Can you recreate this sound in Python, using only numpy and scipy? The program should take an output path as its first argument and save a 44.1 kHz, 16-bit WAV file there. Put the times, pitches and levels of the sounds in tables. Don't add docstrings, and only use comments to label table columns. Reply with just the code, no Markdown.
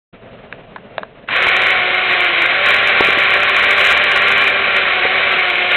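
import sys
import numpy as np
from scipy import signal
from scipy.fft import rfft, irfft
from scipy.io import wavfile

SR = 44100
rng = np.random.default_rng(int(sys.argv[2]) if len(sys.argv) > 2 else 0)


def log_audio(samples):
    frames = np.atleast_2d(samples).T
    limited = np.clip(frames, -1, 1)
    pcm = np.round(limited * 32767).astype(np.int16)
    wavfile.write(sys.argv[1], SR, pcm)


N = 254016
TIME = np.arange(N) / SR

# f/Hz, relative density/dB
ROOM_SPECTRUM = [(15, -31.5), (25, -9.5), (86, -14.5), (118, -3.5), (156, -8.5), (215, -6), (283, -9.5),
                 (315, -15), (462, -5.5), (610, -8.5), (664, -7.5), (840, -17), (2830, -21), (4060, -32.5),
                 (5280, -56), (8930, -120)]
# t/s, peak/dB, spectral centre/Hz, spread/octaves, scrape decay/s
SWITCH_CLICKS = [(0.526, -11, 2080, 0.58, 0.00029), (0.7120, -37, 1700, 1.3, 0.0018),
                 (0.76, -16, 1330, 0.87, 0.0053), (0.78, -27, 1210, .7, 0.0051),
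                 (0.981, -3, 850, 1.57, 0.000082), (0.993, -24, 1000, 1.1, .001),
                 (1.032, -11, 750, 1.55, 0.00071), (1.287, -9, 2040, 0.59, 0.0014)]
# f/Hz, level/dB, t60/s
SWITCH_MODES = [(627, 2.5, 0.025), (610, -18, 0.19), (850, -23, 0.0028), (1035, 2, 0.007),
                (1636, -0.5, 0.012), (2400, -3.5, 0.0081), (2720, -7.5, 0.013), (3650, -0.5, 0.0056)]
# t/s, thud level/dB, thud f/Hz, thud decay/s, clack level/dB
LINKAGE_KNOCKS = [(1.469, -23, 85, 0.0035, -4), (3.0075, -3, 453, .0025, 5),
                  (3.086, -9.5, 427, 0.0024, -31), (3.174, -11, 356, 0.0021, -26),
                  (3.92, -28, 60, 0.011, -24), (5.052, -11.5, 480, 0.0032, -6)]
# f/Hz, half width/Hz, level/dB
TIN_MODES = [(186, 81, -28), (406, 122, -20), (544, 110, -8.5), (709, 59, -8), (770, 23, -12.5),
             (934, 200, -16), (1117, 72, -4.5), (1210, 130, -14), (1398, 75, -4.5), (1453, 20, -9.5),
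             (1572, 104, -4), (1676, 64, -7), (1793, 71, -3.5), (1909, 46, -1.5), (2040, 23, -3.5),
             (2121, 48, -2.5), (2256, 221, -1.4), (2370, 63, -3.5), (2390, 13, -9.5), (2537, 68, -5),
             (2640, 100, -9.5), (2827, 15, -7), (2920, 234, -9), (3045, 70, -9), (3257, 200, -11),
             (3480, 74, -16), (3656, 160, -13.5), (3898, 223, -15)]
# t/s, shaft rate/Hz
SHAFT_SPEED = [(1.44, 187), (1.7, 189.5), (1.82, 182), (2.08, 185), (2.43, 171), (2.67, 198.5), (2.83, 195),
               (3.1, 197), (3.25, 193), (3.57, 195), (3.75, 199), (4.15, 196), (4.5, 198), (4.77, 194),
               (5.0, 182), (5.25, 193), (5.5, 180.5), (5.76, 180.5)]
# level at resonance/dB, f/Hz, half width/Hz
HUM_RESONANCES = [(-34.5, 350, 110), (-30.5, 588, 24), (-30.5, 737, 28), (-28.5, 1348, 32)]
# start t/s, length/s, boost/dB
CAM_STROKES = [(1.29, 0.46, 1.5), (2.058, 0.24, 1.06), (2.359, 0.19, 1.58), (2.63, 1.73, 1.75),
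               (2.647, 0.1, 2.1), (2.944, 0.12, 1.5), (3.763, 0.16, 2.5), (4.345, 0.14, 3),
               (4.729, 0.063, 0.8), (5.303, 0.22, 1.2), (5.701, 0.069, 3)]
# t/s, gain/dB
RATTLE_MID_GAIN = [(1.4, 1.1), (1.9, -2.1), (2.8, 0.2), (4.3, 0.5), (5.1, -0.1), (5.6, -3.2)]

HUM_ORDERS = (2, 3, 4, 7)
WHEEL_ORDERS, WHEEL_DB = (.4, .6, 1, 1.2), (-50, -53, -52, -50)
GEAR_ORDERS, GEAR_DB = (6, 8, 9.8, 12), (-23.5, -17.5, -21.5, -12.5)
MOTOR_ON_S, NOMINAL_HZ = 1.272, 190


def amp(db):
    return 10 ** (np.asarray(db) / 20)


def unit_rms(x):
    return x / np.sqrt(np.mean(x ** 2) + 1e-20)


def curve(rows):
    return np.interp(TIME, *np.transpose(rows))


def add(mix, start_s, sound):
    part = mix[round(start_s * SR):][:len(sound)]
    part += sound[:len(part)]


def drift(hz):
    f = np.fft.rfftfreq(N, 1 / SR)
    return unit_rms(irfft(rfft(rng.standard_normal(N)) * np.exp(-(f / hz) ** 2), N))


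def band(x, lo_hz, hi_hz):
    f = np.fft.rfftfreq(N, 1 / SR)
    return irfft(rfft(x) * ((f >= lo_hz) & (f < hi_hz)), N)


def room(level_db=-40, flutter_db=2.0):
    hz, db = np.transpose(ROOM_SPECTRUM)
    colour = amp(np.interp(np.log(np.fft.rfftfreq(N, 1 / SR) + 1), np.log(hz + 1), db))
    gain = amp(level_db + flutter_db * drift(24))
    return gain * unit_rms(irfft(rfft(rng.standard_normal(N)) * colour, N))


def switch_clicks(scrape=0.23, echo_db=-43, echo_s=0.023, low_cut_hz=330):
    out, t = np.zeros(N), np.arange(SR // 8) / SR
    highpass = signal.butter(2, low_cut_hz, "high", fs=SR)
    echo = amp(echo_db) * np.exp(-t / echo_s)
    for start_s, peak_db, centre_hz, spread_oct, scrape_s in SWITCH_CLICKS:
        ring = np.zeros(len(t))
        for k, (hz, mode_db, t60_s) in enumerate(SWITCH_MODES):
            weight = np.exp(-.5 * (np.log2(hz / centre_hz) / spread_oct) ** 2)
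            ring += (-1) ** k * weight * amp(mode_db - 60 * t / t60_s) * np.sin(2 * np.pi * hz * t)
        force = (t == 0) + rng.standard_normal(len(t)) * (scrape * np.exp(-t / scrape_s) + echo)
        snap = signal.lfilter(*highpass, signal.fftconvolve(force, ring))
        add(out, start_s, amp(peak_db) * snap / abs(snap).max())
    return out


def linkage_knocks(clack_hz=860, clack_s=0.0013, low_cut_hz=70):
    out, t = np.zeros(N), np.arange(SR // 10) / SR
    for start_s, thud_db, thud_hz, decay_s, clack_db in LINKAGE_KNOCKS:
        age = 2 * t / decay_s
        thud = amp(thud_db) * age * np.exp(1 - age) * np.sin(2 * np.pi * thud_hz * t)
        clack = amp(clack_db) * np.exp(-t / clack_s) * np.sin(2 * np.pi * clack_hz * t)
        add(out, start_s, thud + clack)
    highpass = signal.butter(1, low_cut_hz, "high", fs=SR)
    return signal.lfilter(*highpass, out)


def shaft_tone(turns, order, waver=0.23):
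    return np.sqrt(2) * np.cos(2 * np.pi * (order * turns + rng.random())) * (1 + waver * drift(13.5))


def wheel_drone(turns, excess_hz, db_per_hz=.5):
    return sum(amp(db + db_per_hz * excess_hz) * shaft_tone(turns, order)
               for order, db in zip(WHEEL_ORDERS, WHEEL_DB))


def shaft_hum(turns, shaft_hz):
    return sum(amp(db) / np.hypot(1, (order * shaft_hz - hz) / width_hz)
               * shaft_tone(turns, order, waver=0.32)
               for order, (db, hz, width_hz) in zip(HUM_ORDERS, HUM_RESONANCES))


def cam_load_db(attack_s=0.015, release_s=0.062):
    load_db = np.zeros(N)
    for start_s, length_s, boost_db in CAM_STROKES:
        rise = (TIME - start_s) / attack_s
        fall = (start_s + length_s - TIME) / release_s + .5
        load_db += boost_db * np.clip(np.minimum(rise, fall), 0, 1)
    return load_db


def gear_whine(turns, load_db):
    mesh = sum(amp(db) * shaft_tone(turns, order) for order, db in zip(GEAR_ORDERS, GEAR_DB))
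    return amp(load_db) * mesh


def tin_body(force, taps=4096):
    f = abs(np.fft.fftfreq(taps, 1 / SR))
    power = sum(amp(db) ** 2 / (1 + ((f - hz) / width_hz) ** 2) ** 2 for hz, width_hz, db in TIN_MODES)
    log_response = np.conj(signal.hilbert(.5 * np.log(power)))
    ring = np.fft.ifft(np.exp(log_response)).real
    return signal.oaconvolve(force, ring)[:N]


def gear_rattle(turns, shaft_hz, load_db, hits_per_turn=30, scatter_db=2.5, flutter_db=0.52):
    struck = rng.random(N) < hits_per_turn * shaft_hz / SR
    sign = rng.choice([-1., 1.], N)
    force = amp(scatter_db * rng.uniform(-0.59, 1, N) - flutter_db * drift(22))
    shaft_throb = 1 + 0.077 * np.cos(2 * np.pi * turns)
    wheel_throb = 1 + 0.03 * np.cos(2 * np.pi * turns / 5)
    tin = tin_body(struck * sign * force * shaft_throb * wheel_throb)
    low, mid, high = band(tin, 0, 1000), band(tin, 1000, 2000), band(tin, 2000, SR)
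    treble = mid * amp(curve(RATTLE_MID_GAIN)) + high
    loaded = low * amp(0.52 * load_db) + treble * amp(load_db)
    return loaded / np.std((mid + high)[TIME > MOTOR_ON_S])


def motor(spin_up_s=.034, jitter=0.005474, gears_db=-15, gears_db_per_hz=-0.0113):
    spin = 1 - np.exp(-np.maximum(TIME - MOTOR_ON_S, 0) / spin_up_s)
    running_hz, load_db = curve(SHAFT_SPEED), cam_load_db()
    excess_hz = running_hz - NOMINAL_HZ
    shaft_hz = spin * running_hz * (1 + jitter * drift(29.9))
    turns = np.cumsum(shaft_hz) / SR
    gears = gear_rattle(turns, shaft_hz, load_db) + gear_whine(turns, load_db)
    gears *= amp(gears_db + gears_db_per_hz * excess_hz)
    return spin ** 1.1 * (gears + wheel_drone(turns, excess_hz) + shaft_hum(turns, shaft_hz))


def scene():
    return (motor() + switch_clicks() + linkage_knocks() + room())[None]


def record(dry, open_s=.126, soft_limit=.83, hard_limit=.71, mic_edge_hz=4210, output_edge_hz=15900):
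    mic_lowpass = signal.firwin(171, mic_edge_hz, window=("kaiser", 7), fs=SR)
    output_lowpass = signal.firwin(511, output_edge_hz, window=("kaiser", 9), fs=SR)
    opened = dry * np.clip((TIME - open_s) / .01, 0, 1)
    rounded = opened / (1 + (opened / soft_limit) ** 10) ** (1 / 10)
    narrow = signal.oaconvolve(rounded, mic_lowpass[None], "same")
    clipped = np.clip(narrow, -hard_limit, hard_limit)
    return signal.oaconvolve(clipped, output_lowpass[None], "same")


dry = scene()
out = record(dry)
log_audio(out)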